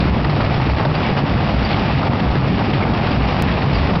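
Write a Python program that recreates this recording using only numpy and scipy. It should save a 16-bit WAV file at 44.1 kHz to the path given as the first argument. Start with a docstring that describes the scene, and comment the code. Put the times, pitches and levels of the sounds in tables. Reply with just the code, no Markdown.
"""Rock crusher at the feed hopper

A jaw chews about three times a second; its frame drones and boulders thud against it.
The steel hopper booms and knocks over a motor hum. Stones tumble, crack and clink on steel.
The sound is dull and limited, with one small click near the end."""
import sys
import numpy as np
from scipy import signal
from scipy.fft import rfft, irfft, next_fast_len
from scipy.io import wavfile
from scipy.ndimage import uniform_filter1d, map_coordinates

SR = 44100
rng = np.random.default_rng(int(sys.argv[2]) if len(sys.argv) > 2 else 0)


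def generate_wav(signal):
    """Clip the signal to [-1, 1] and save it as 16-bit WAV at the path in sys.argv[1]."""
    frames = np.transpose(np.atleast_2d(signal))
    scaled = np.clip(frames, -1, 1) * 32767
    pcm = np.round(scaled).astype(np.int16)
    wavfile.write(sys.argv[1], SR, pcm)


N = 176400

# rock flow (time [s], gravel level [dB], stone level [dB])
ROCK_FLOW = [(0.0, -25.5, -18), (0.2, -33.5, -24.5), (0.41, -30, -22.5), (0.62, -30, -23),
             (0.67, -29.5, -23.5), (0.72, -29.5, -24.5), (0.85, -32, -21.5), (0.89, -34.5, -24),
             (0.97, -31, -23.0), (1.08, -29, -21.5), (1.13, -33.5, -27.5), (1.18, -28, -19.5),
             (1.23, -32.5, -25.5), (1.32, -30.5, -22.5), (1.59, -30.5, -24.0), (1.74, -27.5, -23.5),
             (1.82, -29.5, -20.5), (1.89, -28.5, -22), (1.96, -31, -26.5), (2.04, -30.5, -23),
             (2.11, -31, -20.5), (2.18, -31.0, -24.5), (2.36, -31, -21.5), (2.4, -32.5, -25),
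             (2.48, -30.5, -21.5), (2.55, -31, -27), (2.6, -31, -21), (2.69, -31, -24.5), (2.83, -34, -21),
             (2.89, -33, -23), (3.08, -30, -23.5), (3.19, -30.5, -23), (3.48, -28.5, -22.5),
             (3.67, -32.5, -23), (3.74, -27, -21.5), (3.95, -30, -22), (4.0, -35, -25.5)]
# stone clatter (frequency [Hz], relative density [dB])
STONE_SPECTRUM = [(120, -24), (250, -3), (380, -0.5), (520, -0.5), (820, -0.5), (1050, -3.5), (1300, -6),
                  (1600, -14.5), (2400, -29), (5000, -52)]
# gravel rattle (frequency [Hz], relative density [dB])
GRAVEL_SPECTRUM = [(500, -46), (1100, -16), (1600, -0.5), (2000, -0.5), (2400, 0.5), (3000, -2.2),
                   (4050, -7), (4750, -8.5), (5200, -12.5), (5550, -18), (5850, -28), (6200, -46)]
# jaw rumble (frequency [Hz], relative density [dB])
JAW_SPECTRUM = [(12, -19.5), (25, -13), (42, -15), (55, 0.5), (85, -0.5), (115, -1), (190, .5), (225, -3),
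                (275, -7), (350, -15.5), (600, -26.5), (1500, -62)]
# motor hum (frequency [Hz], level [dB])
MOTOR_LINES = [(52.2, -42.5), (104.5, -28.5)]
# heavy rocks shifting in the hopper (peak time [s], relative level [dB], 1/e half-width [s])
HOPPER_BOOMS = [(0.142, -18, 0.2), (0.446, -17.5, 0.026), (.71, -16, 0.057), (1.352, -21, 0.041),
                (1.593, -18, 0.057), (2.30, -12.5, 0.039), (2.945, -22.5, .045), (3.207, -16.5, 0.057),
                (3.515, -19, 0.054), (3.796, -12, 0.085)]
# rocks on the hopper wall (time [s], level [dB], pitch [Hz])
WALL_KNOCKS = [(0.254, -16.5, 338), (.353, -24, 261.5), (.493, -22, 338), (0.666, -12, 355),
               (1.091, -16.5, 400), (1.234, -16, 296.5), (2.355, -13.5, 288.4), (2.514, -14, 270),
               (2.681, -15.5, 282), (3.106, -19.5, 292)]
# rocks cracking (time [s], relative level [dB], centre [Hz], t60 [s])
ROCK_CRACKS = [(.003, -18.5, 3570, 0.066), (0.2445, -15, 1110, 0.094), (0.297, -16, 1720, 0.041),
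               (0.352, -20.5, 2920, 0.024), (0.405, -16, 1150, 0.091), (0.66, -25.5, 2390, 0.071),
               (.810, -18, 1310, 0.035), (0.851, -11, 762, 0.07), (0.95, -21.5, 2990, 0.051),
               (1.027, -27, 2880, 0.18), (1.092, -20.5, 2180, 0.032), (1.169, -21.5, 1520, 0.093),
               (1.336, -22.5, 2400, 0.072), (1.625, -15, 1500, 0.024), (1.689, -26.5, 2640, 0.16),
               (1.729, -18, 2270, 0.11), (1.795, -22.5, 2150, 0.068), (2.029, -15.5, 1050, 0.065),
               (2.353, -15.5, 1520, 0.054), (2.59, -18, 1230, 0.035), (2.733, -20, 2230, 0.25),
               (2.81, -22, 1950, 0.14), (2.936, -23.5, 3060, 0.04), (3.069, -15.5, 1440, 0.052),
               (3.219, -19.5, 2010, 0.087), (3.481, -22.5, 1710, 0.2), (3.619, -17, 1645, .06),
               (3.954, -13, 883, 0.076)]
# stones on steel (time [s], level [dB], pitch [Hz], t60 [s])
STEEL_CLINKS = [(.951, -32, 4660, .08), (1.049, -23.5, 2300, 0.16), (1.649, -23, 4650, .04),
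                (2.824, -21.5, 2220, 0.089), (3.106, -32, 4700, 0.071), (3.738, -36, 4930, 0.12),
                (3.745, -30, 4720, 0.16)]
# boulders on the jaw (time [s], level [dB])
BOULDER_THUDS = [(0.056, 1.5), (.145, -10.5), (0.262, -8.5), (.574, -5), (.731, -9), (1.115, -1.5),
                 (1.238, -4), (1.351, -2), (1.626, -8.5), (1.744, -8.5), (2.097, 1), (2.501, -7.5),
                 (2.757, -7.5), (2.941, -11.5), (3.116, -10)]
# load on the jaw (time [s], rumble level [dB])
JAW_LOAD = [(0, -13.5), (.12, -19), (.55, -20.5), (.75, -22.5), (1.05, -21), (1.17, -22), (1.25, -18.5),
            (1.65, -20.5), (2.1, -18), (2.55, -19), (3.2, -18.5), (3.55, -20.5), (4, -15.5)]
# frame throbs (peak time [s], level [dB], 1/e half-width [s])
FRAME_THROBS = [(.03, -20.5, 0.035), (.31, -17.5, 0.067), (.6, -18, 0.038), (.885, -14, 0.031),
                (1.225, -22, 0.021), (1.37, -17, 0.022), (1.96, -15.5, 0.03), (2.1, -16.5, 0.025),
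                (2.385, -13.5, 0.014), (2.49, -18.5, 0.047), (2.76, -18, 0.018), (3.18, -23, 0.015),
                (3.675, -16, 0.039)]

STONES_DB, BOOM_DB, CRACK_DB = -0.12, -1, -3
HOPPER_HZ, HOPPER_WIDTH_HZ = 64.2, 13
KNOCK_T60_S, KNOCK_WIDTH_HZ = 0.089, 150
SNAP_HZ, SNAP_DB, SNAP_T60_S = 3700, -9.5, 0.047
CLINK_WIDTH_HZ, ATTACK_S = 250, 0.0009
THUD_HZ, THUD_T60_S = 185, 0.017
STROKE_PERIOD_S, JAW_CLOSED_S, STROKE_SWING_DB = 0.307, 0.41, 0.85
FRAME_HZ, FRAME_WIDTH_HZ, FRAME_IDLE_DB = 140.2, 22, -29
CLICK_S, CLICK_DB, CLICK_DECAY_S = 3.4233, -11, 0.0034
CRACK_TOP_HZ, PLANT_TOP_HZ, OUTPUT_TOP_HZ = 5300, 6040, 15800
LIMIT_DB, LIMIT_WINDOW_S, DRIVE_DB = -14.5, 0.028, 1.18


def amp(db):
    """Decibels to gain."""
    return 10 ** (np.asarray(db) / 20)


def unit(x):
    """Scale to rms 1."""
    return x / np.sqrt(np.mean(x ** 2) + 1e-20)


def clock():
    """Sample times in seconds."""
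    return np.arange(N) / SR


def curves(rows):
    """Per-sample curve for each column after the time."""
    times_s, *columns = np.transpose(rows)
    return [np.interp(clock(), times_s, column) for column in columns]


def wobble(knots_per_s):
    """Smooth random curve."""
    return map_coordinates(rng.standard_normal(2000), [clock() * knots_per_s], mode="wrap")


def swells(rows):
    """Sum of Gaussian envelopes."""
    return sum(amp(db) * np.exp(-((clock() - peak_s) / half_s) ** 2) for peak_s, db, half_s in rows)


def struck(start_s, t60_s):
    """Envelope: quick rise, exponential decay."""
    t = np.maximum(clock() - start_s, 0)
    return (1 - np.exp(-t / ATTACK_S)) * amp(-60 * t / t60_s)


def filtered(x, response):
    """Apply a frequency response."""
    size = next_fast_len(N + SR // 2)
    return irfft(rfft(x, size) * response(np.fft.rfftfreq(size, 1 / SR)), size)[:N]


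def coloured(x, spectrum):
    """Shape x by a spectrum table; rms 1."""
    knots_hz, db = np.transpose(spectrum)
    return unit(filtered(x, lambda hz: amp(np.interp(np.log(hz + 1), np.log(knots_hz), db))))


def resonance(centre_hz, width_hz):
    """Noise through a steep-sided resonance; rms 1."""
    peak = lambda hz: 1j * hz * width_hz / (centre_hz ** 2 - hz ** 2 + 1j * hz * width_hz)
    return unit(filtered(rng.standard_normal(N), lambda hz: peak(hz) ** 2))


def ringing(centre_hz, width_hz, steadiness):
    """Resonance fed by many blows: phase wanders, steadiness (0-1) evens the envelope."""
    analytic = signal.hilbert(resonance(centre_hz, width_hz))
    return unit(analytic.real / (abs(analytic) + 1e-3) ** steadiness)


def impacts(per_s, scatter_db, t60_s, kinds=12):
    """Random collisions; each kind of stone has its own short ring."""
    t = np.arange(SR // 10) / SR
    out = np.zeros(N)
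    for _ in range(kinds):
        hits = rng.random(N) < per_s / kinds / SR
        strength = amp(scatter_db * np.clip(rng.standard_normal(N), -2, 2))
        ring = rng.standard_normal(len(t)) * amp(-60 * t / t60_s)
        out += signal.oaconvolve(hits * strength, ring)[:N]
    return unit(out)


def click():
    """One dry click: a sudden jump that relaxes at once."""
    t = clock() - CLICK_S
    return amp(CLICK_DB) * np.sign(t) * np.exp(-abs(t) / CLICK_DECAY_S)


def motor():
    """The drive hums on two slightly unsteady lines."""
    t = clock() + 0.00056 * wobble(5.8)
    return sum(amp(db) * np.sqrt(2) * np.sin(2 * np.pi * (hz * t + rng.random()))
               for hz, db in MOTOR_LINES)


def tumbling_rock():
    """Stones and gravel collide in shared clumps over the blur of distant screens."""
    gravel_db, stones_db = curves(ROCK_FLOW)
    clumps_db = wobble(60)
    shared = impacts(per_s=1100, scatter_db=2.5, t60_s=0.013)
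    clatter = amp(-2) * impacts(per_s=450, scatter_db=2, t60_s=0.039, kinds=24)
    screens = amp(-2) * rng.standard_normal(N)
    rattle = amp(1.5) * impacts(per_s=1100, scatter_db=0.5, t60_s=0.035, kinds=24)
    stones = amp(STONES_DB + stones_db) * coloured(shared + clatter + screens, STONE_SPECTRUM)
    gravel = amp(gravel_db) * coloured(shared + rattle, GRAVEL_SPECTRUM)
    return amp(clumps_db) * (stones + gravel)


def hopper():
    """The steel hopper booms as its load shifts; rocks knock hollowly on its wall."""
    boom = amp(BOOM_DB) * swells(HOPPER_BOOMS) * ringing(HOPPER_HZ, HOPPER_WIDTH_HZ, steadiness=0.51)
    knocks = sum(amp(db) * struck(start_s, KNOCK_T60_S) * ringing(hz, KNOCK_WIDTH_HZ, steadiness=1)
                 for start_s, db, hz in WALL_KNOCKS)
    return boom + knocks


def breaking_rock():
    """Each crack is a bright snap and a burst of splinters; some stones ring on steel plates."""
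    splinters = unit(amp(1.1 * wobble(550)))
    cracks = sum(amp(db) * struck(start_s, t60_s) * ringing(hz, 0.81 * hz, steadiness=0.8)
                 for start_s, db, hz, t60_s in ROCK_CRACKS)
    snap_envelope = sum(amp(db) * struck(start_s, SNAP_T60_S) for start_s, db, _, _ in ROCK_CRACKS)
    snaps = snap_envelope * resonance(SNAP_HZ, 2.1 * SNAP_HZ)
    clinks = sum(amp(db) * struck(start_s, t60_s) * ringing(hz, CLINK_WIDTH_HZ, steadiness=0.5)
                 for start_s, db, hz, t60_s in STEEL_CLINKS)
    mix = amp(CRACK_DB) * splinters * cracks + amp(SNAP_DB) * snaps + clinks
    return filtered(mix, lambda hz: 1 / (1 + (hz / CRACK_TOP_HZ) ** 28))


def boulders():
    """Each blow on the jaw is one dull push that barely rings."""
    t = np.arange(SR // 20) / SR
    out = np.zeros(N + SR)
    for start_s, db in BOULDER_THUDS:
        pitch_hz = THUD_HZ * np.exp(0.074 * rng.standard_normal())
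        thud = amp(db - 60 * t / THUD_T60_S) * np.sin(2 * np.pi * pitch_hz * t)
        out[round(start_s * SR):][:len(t)] += thud
    return out[:N]


def crusher():
    """Dull knocks swell with each jaw closing; the frame drones, and throbs on bites."""
    load_db, = curves(JAW_LOAD)
    stroke_db = STROKE_SWING_DB * np.cos(2 * np.pi * (clock() - JAW_CLOSED_S) / STROKE_PERIOD_S)
    knocks = impacts(per_s=770, scatter_db=1.5, t60_s=0.025)
    rumble = coloured(knocks + rng.standard_normal(N), JAW_SPECTRUM)
    frame_envelope = amp(FRAME_IDLE_DB) + swells(FRAME_THROBS)
    frame = frame_envelope * ringing(FRAME_HZ, FRAME_WIDTH_HZ, steadiness=1)
    return amp(load_db + stroke_db) * rumble + frame


def scene():
    """Low-passed plant plus the click; mono."""
    plant = crusher() + boulders() + hopper() + motor() + tumbling_rock() + breaking_rock()
    return (filtered(plant, lambda hz: hz < PLANT_TOP_HZ) + click())[None]


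def record(dry):
    """A fast, soft limiter ducks everything under the bass peaks; then a low-pass."""
    driven = amp(DRIVE_DB) * dry[0]
    window = int(LIMIT_WINDOW_S * SR)
    power = abs(uniform_filter1d(uniform_filter1d(driven ** 2, window), window // 2))
    gain = 1 / np.sqrt(np.hypot(1, power / amp(LIMIT_DB) ** 2))
    return filtered(driven * gain, lambda hz: 1 / (1 + (hz / OUTPUT_TOP_HZ) ** 100))[None]


dry = scene()
out = record(dry)
generate_wav(out)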